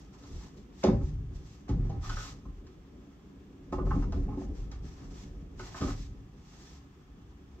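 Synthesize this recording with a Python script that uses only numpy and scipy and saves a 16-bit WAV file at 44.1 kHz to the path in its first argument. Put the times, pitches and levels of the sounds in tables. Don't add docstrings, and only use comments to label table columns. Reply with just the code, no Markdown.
import sys
import numpy as np
from scipy import signal
from scipy.fft import rfft, irfft
from scipy.io import wavfile

SR = 44100
rng = np.random.default_rng(int(sys.argv[2]) if len(sys.argv) > 2 else 0)


def digitize_waveform(pressure):
    field = np.atleast_2d(pressure).T
    bounded = np.clip(field, -1, 1)
    quanta = np.round(bounded * 32767).astype(np.int16)
    wavfile.write(sys.argv[1], SR, quanta)


N = 335160

# hz, level_db_per_hz
BACKGROUND_SPECTRUM = [(22, -41), (49, 7), (100, -7.5), (200, -16.5), (400, -10), (490, -58), (1200, -24),
                       (1500, -31), (3500, -31.5), (3900, -39.5), (7000, -44.5), (8200, -46.5),
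                       (9500, -56.5), (11500, -48.5), (15700, -48)]
# hz, width_hz, level_db
DRONE = [(66.3, 9.3, 19.5), (138, 12, -18), (198.4, 30, 7.5), (280.4, 3, -0.5), (368, 17, -12)]
# hz, level_db
WHINE = [(1640, -83), (1658, -83), (3247, -91), (3427, -90), (3607, -91)]
BACKGROUND_DB, DRONE_DB = -57, -60.5

# start_s, rise_s, hold_s, hiss_db, scrape_db
RUBS = [(0, 0.0017, 0.0041, -65, -75), (0.112, 0.025, 0.0083, -68, -70), (.17, 0.017, 0.2, -67.5, -73),
        (0.26, 0.016, 0.11, -64.5, -86), (0.316, 0.083, 0.062, -62, -66.5),
        (0.552, 0.022, 0.0062, -68, -92), (0.7, 0.13, 0.021, -58.5, -71),
        (0.825, 0.0089, 0.039, -56.5, -40.5), (0.97, 0.069, 0.05, -65.5, -72),
        (1.325, 0.032, 0.0082, -65, -79), (1.42, 0.04, 0.096, -67.5, -85), (1.677, .006, 0.0062, -64, -52),
        (1.754, 0.039, 0.24, -85, -69.5), (1.996, 0.049, 0.092, -53, -56.5),
        (2.148, 0.015, 0.13, -50.5, -59.5), (3.718, 0.0084, 0.0052, -59.5, -51.5),
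        (3.846, 0.011, 0.17, -66.5, -61.5), (4.108, 0.033, 0.086, -70, -65), (4.2, .04, 0.11, -87, -70.5),
        (4.353, 0.048, .03, -67.5, -67), (4.516, 0.051, 0.042, -66, -72), (4.71, .006, 0.0077, -70, -59),
        (4.808, 0.049, 0.082, -65.5, -69.5), (4.927, 0.049, 0.1, -69, -67),
        (5.047, 0.11, 0.091, -62.5, -69.5), (5.554, 0.052, 0.13, -56, -58), (5.73, 0.04, 0.14, -51, -50.5),
        (5.928, 0.042, 0.066, -58.5, -78), (6.27, 0.25, 0.092, -66.5, -73), (6.513, 0.11, 0.13, -62.5, -73)]
# hz, level_db_per_hz
HISS_SPECTRUM = [(1060, -37), (1800, -1), (2140, -4.5), (2380, -5), (4160, -2.5), (5750, -1.5),
                 (7680, -6.5), (8030, -11.5), (8550, -45), (9360, -39), (11900, -20), (15500, -34)]
# hz, level_db_per_hz
SCRAPE_SPECTRUM = [(320, -65), (550, -18.5), (747, -1), (904, -5.5), (1080, -4), (1450, -10.5),
                   (2800, -18.5), (3640, -39.5), (6160, -120)]
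# hz, width_hz, mean_level_db
WEAVE = [(3490, 190, -7.5), (4900, 87, -15), (5650, 80, -4), (6350, 210, -4)]
HISS_FADE_DB_PER_S, SCRAPE_FADE_DB_PER_S = 252, 233
REST_HISS_DB, REST_SCRAPE_DB = -76, -70.5

# (decay to 1/e, at least 1 ms)
KNOCKS = [(0.237, -62, -0.057, -62, 8, -48, -52.5, 0.0067), (0.287, -65, 0.2, -62, 7, -46, -66.5, 0.023),
          (0.578, -78.5, .5, -73, -3, -46, -59.5, 0.0055),
          (0.838, -30, -0.42, -19.5, 6.5, -32, -29.5, 0.0064),
          (0.883, -37.5, -0.44, -21.5, -5.5, -32.5, -56.5, 0.0047),
          (0.925, -53, -0.23, -28, -4, -20, -68, 0.012), (1.011, -51, -0.25, -41, -10, -34, -79, 0.015),
          (1.692, -43, -0.59, -34, -11.5, -30, -46.5, .009), (1.844, -64, -.2, -44, -13, -36.5, -63, 0.027),
          (1.895, -49, -0.31, -43.5, 7, -45, -52, 0.0175), (2.03, -49.5, 0.47, -65, 1, -34.5, -50.5, 0.068),
          (2.095, -41, 0.36, -55, -1, -41, -37.5, .006), (2.169, -41, 0.46, -51, 5, -39, -45.5, 0.027),
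          (2.249, -49.5, 0.31, -60, -2, -66, -43, .04), (2.453, -58, 0.032, -50, -7, -48, -78, 0.004),
          (2.667, -62.5, 0.49, -60, -10, -54, -56.5, 0.011),
          (3.726, -36, -0.24, -26.5, 0, -36.5, -50, 0.0088), (3.783, -39, .1, -34.5, 2, -33, -72, .008),
          (3.866, -45.5, -0.17, -34, -5, -27, -71, 0.008), (3.908, -34, 0.16, -43, -5, -31, -62, 0.0091),
          (3.964, -52, 0.054, -33.5, -7.5, -43, -72, 0.013),
          (4.024, -45, -0.033, -49.5, -1, -35, -58, 0.012), (4.123, -44.5, 0.14, -40.5, 5, -35, -47, .006),
          (4.17, -68, -0.092, -37.5, -1.5, -37, -69, 0.02), (4.281, -48, -0.43, -44, -10, -29, -70, 0.013),
          (4.317, -52, -0.091, -46, -11, -48, -64, 0.027),
          (4.374, -55, -0.33, -38.5, -2.5, -39.5, -63.5, 0.006),
          (4.414, -48.5, -0.52, -41, 0.5, -44, -63, 0.0041), (4.716, -60.5, 0.35, -62, 8, -75, -46, 0.0079),
          (5.595, -42, 0.079, -44.5, 8, -45, -46, .008), (5.744, -43.5, 0.31, -57, 19, -50, -52, .014),
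          (5.813, -40, 0.29, -29.5, 3.5, -26, -38.5, 0.014),
          (5.881, -48, 0.28, -33, -14.5, -32, -55, 0.016)]
# hz, level_db, t60_s
BOOM_MODES = [(41.2, 0, 0.25), (56, -4.5, 0.41), (75.2, -10.5, 0.23), (109, -13, 0.58),
              (141.4, -12.5, 0.21)]
# hz, level_db, t60_s
PLANK_MODES = [(173.6, -9, 0.11), (204.4, 1, 0.091), (239, -7.5, 0.15), (279.1, 1, 0.15), (305, -5, 0.053),
               (367.1, -4.5, 0.12), (414, -6.5, 0.087), (476, -7, 0.067), (570.8, -8.5, 0.07),
               (670, -9.5, 0.045)]
# hz, level_db, t60_s
HANGER_MODES = [(741, -5.5, 0.081), (798, -2.5, 0.24), (846.4, 2, 0.079), (950, -1, 0.04),
                (1044, 2.5, 0.076), (1110, -4, 0.078), (1175, -5.5, 0.1), (1273, 7.5, 0.032),
                (1390, -15, 0.062), (1458, -9.5, 0.13), (1785, 1, 0.038), (1980, -4.5, 0.055),
                (2200, -5.5, 0.054), (2747, -7.5, 0.06)]
# hz, level_db_per_hz
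CRACK_SPECTRUM = [(1500, -5.5), (2500, -4.5), (3800, 0.5), (5000, 2), (6500, 1), (7700, -11), (8300, -44.5),
                  (9300, -60), (12000, -34.5), (15600, -28.5)]
CRACK_S = 0.0012
SPOT_DB = 3
BOOM_TILT_DB_PER_OCTAVE, BOOM_MIDDLE_HZ, PLANK_MIDDLE_HZ = 7.5, 70, 320
FOCUS_DB_PER_OCTAVE_SQUARED, FOCUS_DEPTH_DB = 32.5, 17.5

# start_s, hold_s, fade_db_per_s (swing, boom), swing_db, boom_db, planks_db
SHOVES = [(0.287, 0.04, 140, -36.5, -55, -93), (0.854, 0.082, 36.5, -33.5, -29.5, -36.5),
          (1.685, 0.046, 69, -30, -31, -42), (1.763, 0.21, 56, -44, -38, -50.5),
          (1.974, 0.17, 124, -37.5, -62.5, -64), (2.433, 0.054, 68, -40, -53, -79),
          (5.804, 0.056, 83, -34.5, -31.5, -32), (6.008, 0.022, 53, -42.5, -54, -76.5)]
# time_s, swing_db, boom_db, planks_db
ROLL = [(3.3, -73, -74, -57), (3.7, -55, -56, -55.5), (3.77, -31.5, -37, -37.5), (3.95, -31, -30.5, -42),
        (4.21, -30, -40.5, -41.5), (4.3, -39.5, -47, -42.5), (4.49, -34.5, -57, -44),
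        (4.62, -38.5, -43.5, -52), (4.9, -42.5, -50, -53), (5.3, -46, -54, -53.5), (5.7, -45, -49.5, -53.5),
        (6.2, -61, -62, -60.5), (6.4, -79, -59.5, -63.5)]
SWING_RISE_S, SHAKE_RISE_S = 0.03, 0.01
PLANK_FADE_DB_PER_S = 420
REST_SWING_DB, REST_BOOM_DB, REST_PLANKS_DB = -83, -70, -62.5

# hz, correlation
LIKENESS = [(30, 0.98), (90, 1), (180, 0.95), (350, 0.89), (700, 0.28), (1400, 0.12), (2800, 0.37),
            (8000, 0.0)]
# hz, level_db
LEAN = [(100, 0.2), (350, -0.1), (1000, -0.5), (4000, 0.1), (9000, -1), (13000, -1.5)]
# hz, t60_s
ROOM_T60 = [(60, 0.23), (300, 0.44), (1500, 0.11), (4000, 0.32), (8000, 0.094)]
# hz, level_db
ROOM_WET = [(60, -13.5), (250, -1.5), (700, -0.5), (1100, -1.5), (2000, 4.5), (8000, -8.5)]
LEFT_LEAD_S = 0.00008
LOW_CUT_HZ, CUTOFF_HZ = 31, 15680


def from_db(db):
    return 10 ** (np.asarray(db) / 20)


def rms_one(x):
    return x / np.sqrt(np.mean(x ** 2) + 1e-20)


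def in_time(rows):
    time_s, *columns = np.transpose(rows)
    return [np.interp(np.arange(N) / SR, time_s, column) for column in columns]


def at_hz(points, hz):
    table_hz, values = np.transpose(points)
    return np.interp(np.log(hz), np.log(table_hz), values)


def drift(rate_hz):
    pole = np.exp(-80 * np.pi * rate_hz / SR)
    noise = rng.standard_normal(N // 40 + 2002)
    slow = signal.lfilter([1], [1, -2 * pole, pole * pole], noise)[2000:]
    return np.interp(np.arange(N) / 40, np.arange(len(slow)), rms_one(slow))


def band(x, low_hz, high_hz):
    return signal.sosfilt(signal.butter(2, [low_hz, high_hz], "band", fs=SR, output="sos"), x)


def ring(force, hz, t60_s):
    radius, angle = from_db(-60 / (t60_s * SR)), 2 * np.pi * hz / SR
    feedback = [1, -2 * radius * np.cos(angle), radius * radius]
    return signal.lfilter([0, np.sin(angle)], feedback, force + 1e-18)


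def resonate(noise, hz, width_hz):
    return rms_one(ring(noise, hz, np.log(1000) / (np.pi * width_hz)))


def colour(x, spectrum):
    hz = np.maximum(np.fft.rfftfreq(N, 1 / SR), 1)
    low_hz, high_hz = spectrum[0][0], spectrum[-1][0]
    skirt = np.minimum(1, hz / low_hz) ** 4 * np.minimum(1, high_hz / hz) ** 4
    return rms_one(irfft(rfft(x) * from_db(at_hz(spectrum, hz)) * skirt, N))


def pair(mid, side):
    size = mid.shape[-1]
    hz = np.maximum(np.fft.rfftfreq(size, 1 / SR), 1)
    alike = np.clip(at_hz(LIKENESS, hz), -1, 1)
    lean = from_db(at_hz(LEAN, hz) / 2) * np.exp(1j * np.pi * hz * LEFT_LEAD_S)
    common = rfft(mid) * np.sqrt((1 + alike) / 2)
    opposed = rfft(side) * np.sqrt((1 - alike) / 2)
    return irfft(np.array([(common + opposed) * lean, (common - opposed) / lean]), size)


def swells(starts_s, rises_s, holds_s, levels_db, fades_db_per_s):
    power = np.zeros(N)
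    events = np.broadcast(starts_s, rises_s, holds_s, levels_db, fades_db_per_s)
    for start_s, rise_s, hold_s, level_db, fade in events:
        t = np.arange(max(round(start_s * SR), 0), N) / SR - start_s
        rise = np.clip(t / max(rise_s, 0.001), 0, 1) ** 2
        fall = from_db(level_db - fade * np.maximum(t - rise_s - hold_s, 0))
        power[N - len(t):] += (rise * fall) ** 2
    return np.sqrt(power)


def house():
    background = from_db(BACKGROUND_DB) * colour(rng.standard_normal((2, N)), BACKGROUND_SPECTRUM)
    noise = rng.standard_normal((2, N))
    drone = sum(from_db(db) * resonate(noise, hz, width_hz) for hz, width_hz, db in DRONE)
    t = np.arange(N) / SR
    whine = 0
    for hz, db in WHINE:
        phase = rng.random((2, 1))
        whine = whine + from_db(db + 3 * drift(2.5)) * np.sin(2 * np.pi * (hz * t + phase))
    return pair(*(background + from_db(DRONE_DB) * rms_one(drone))) + whine


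def rustle():
    start_s, rise_s, hold_s, hiss_db, scrape_db = np.transpose(RUBS)
    slips = rng.standard_normal((4, N)) * from_db(1.07 * drift(24) + 0.39 * drift(150))
    cloth, skin = slips[:2], slips[2:]
    whistles = sum(from_db(db + 3.0 * drift(8.2)) * resonate(skin, hz, width_hz) for hz, width_hz, db in WEAVE)
    hiss = colour(cloth, HISS_SPECTRUM) + from_db(-8.0) * rms_one(whistles)
    stirred = sum(from_db(db) * rms_one(ring(cloth, hz, 3.0 * t60_s)) for hz, db, t60_s in HANGER_MODES)
    scrape = colour(skin, SCRAPE_SPECTRUM) + from_db(-5.5) * rms_one(stirred)
    hiss_gain = swells(start_s, rise_s, hold_s, hiss_db, HISS_FADE_DB_PER_S) + from_db(REST_HISS_DB)
    scrape_gain = swells(start_s, rise_s, hold_s, scrape_db, SCRAPE_FADE_DB_PER_S) + from_db(REST_SCRAPE_DB)
    return hiss_gain * pair(*hiss) + scrape_gain * pair(*scrape)


def contacts(touches_per_s, first):
    when, size = rng.random((2, len(KNOCKS), 4096))
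    chatter_s = np.maximum(np.array(KNOCKS)[:, -1:], 0.001)
    decay = np.exp(-np.arange(4096) / SR / chatter_s)
    chatter = (when < touches_per_s / SR) * (2 * size - 1) * decay
    chatter[:, 0] = first
    return chatter / np.sqrt(np.sum(chatter ** 2, axis=1, keepdims=True))


def blows(chatter, levels_db):
    force = np.zeros(N)
    for row, touches, level_db in zip(KNOCKS, chatter, levels_db):
        i = round(row[0] * SR)
        force[i:i + len(touches)] += from_db(level_db) * touches
    return force


def struck(modes, chatter, levels_db, favour_db):
    out = 0
    spot_db = SPOT_DB * rng.standard_normal((len(KNOCKS), len(modes)))
    for k, (hz, db, t60_s) in enumerate(modes):
        force = blows(chatter, db + levels_db + favour_db(hz) + spot_db[:, k])
        out = out + (-1) ** k * ring(force, hz, t60_s)
    return out


def knocks():
    _, hangers_db, octaves, planks_db, tilt, boom_db, crack_db, _ = np.transpose(KNOCKS)

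    def boom_favour_db(hz):
        return BOOM_TILT_DB_PER_OCTAVE * np.log2(hz / BOOM_MIDDLE_HZ)

    def plank_favour_db(hz):
        return tilt * np.log2(hz / PLANK_MIDDLE_HZ)

    def hanger_favour_db(hz):
        away_octaves = np.log2(hz * 0.00099) - octaves
        return -np.minimum(FOCUS_DB_PER_OCTAVE_SQUARED * away_octaves ** 2, FOCUS_DEPTH_DB)

    boom = struck(BOOM_MODES, contacts(60, 0.9), boom_db, boom_favour_db)
    planks = struck(PLANK_MODES, contacts(400, 1.07), planks_db, plank_favour_db)
    hangers = struck(HANGER_MODES, contacts(780, 0.97), hangers_db, hanger_favour_db)
    force = blows(contacts(3000, 0.71), crack_db)
    crack = colour(force, CRACK_SPECTRUM) * np.sqrt(np.mean(force ** 2) * CRACK_S * SR)
    return band(boom, 48, 260) + band(planks, 130, 980) + band(hangers, 650, 5500) + crack


def room(x):
    t = np.arange(SR) / SR
    edges_hz = 30 * 2 ** np.arange(0, 9.5, 0.5)
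    tail = 0
    for low_hz, high_hz in zip(edges_hz, edges_hz[1:]):
        noise = band(rng.standard_normal((2, SR)), low_hz, high_hz)
        t60_s = at_hz(ROOM_T60, low_hz)
        decay = from_db(at_hz(ROOM_WET, low_hz) - 60 * t / t60_s)
        tail = tail + noise * decay * np.sqrt(6 * np.log(10) / (t60_s * SR))
    response = pair(*(tail * np.minimum(t / 0.0028, 1)))
    response[0, 0] += 1
    response[1, round(LEFT_LEAD_S * SR)] += 1
    return signal.fftconvolve(x[None], response, axes=1)[:, :N]


def rumble():
    start_s, hold_s, fade, swing_db, boom_db, planks_db = np.transpose(SHOVES)
    roll_swing, roll_boom, roll_planks = from_db(in_time(ROLL))
    swing_gain = swells(start_s, SWING_RISE_S, hold_s, swing_db, fade) + roll_swing + from_db(REST_SWING_DB)
    boom_gain = swells(start_s, SHAKE_RISE_S, hold_s, boom_db, fade) + roll_boom + from_db(REST_BOOM_DB)
    plank_gain = swells(start_s, SHAKE_RISE_S, hold_s, planks_db, PLANK_FADE_DB_PER_S)
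    plank_gain = plank_gain + roll_planks + from_db(REST_PLANKS_DB)
    bumps = rng.standard_normal((2, 2, N)) * from_db(2.2 * drift(14))
    boom = [from_db(db) * rms_one(ring(bumps[0], hz, 0.73 * t60_s)) for hz, db, t60_s in BOOM_MODES]
    planks = sum(from_db(db) * rms_one(ring(bumps[1], hz, 0.91 * t60_s)) for hz, db, t60_s in PLANK_MODES)
    swing = pair(*rms_one(band(sum(boom[:2]), 32, 164)))
    upper_boom = pair(*rms_one(band(sum(boom[2:]), 32, 164)))
    shaken_planks = pair(*rms_one(band(planks, 110, 460)))
    return swing_gain * swing + boom_gain * upper_boom + plank_gain * shaken_planks


def scene():
    return house() + rustle() + room(knocks()) + rumble()


def record(dry):
    firm = signal.sosfilt(signal.butter(4, LOW_CUT_HZ, "high", fs=SR, output="sos"), dry)
    return signal.sosfilt(signal.ellip(12, 0.5, 70, CUTOFF_HZ, fs=SR, output="sos"), firm)


dry = scene()
out = record(dry)
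digitize_waveform(out)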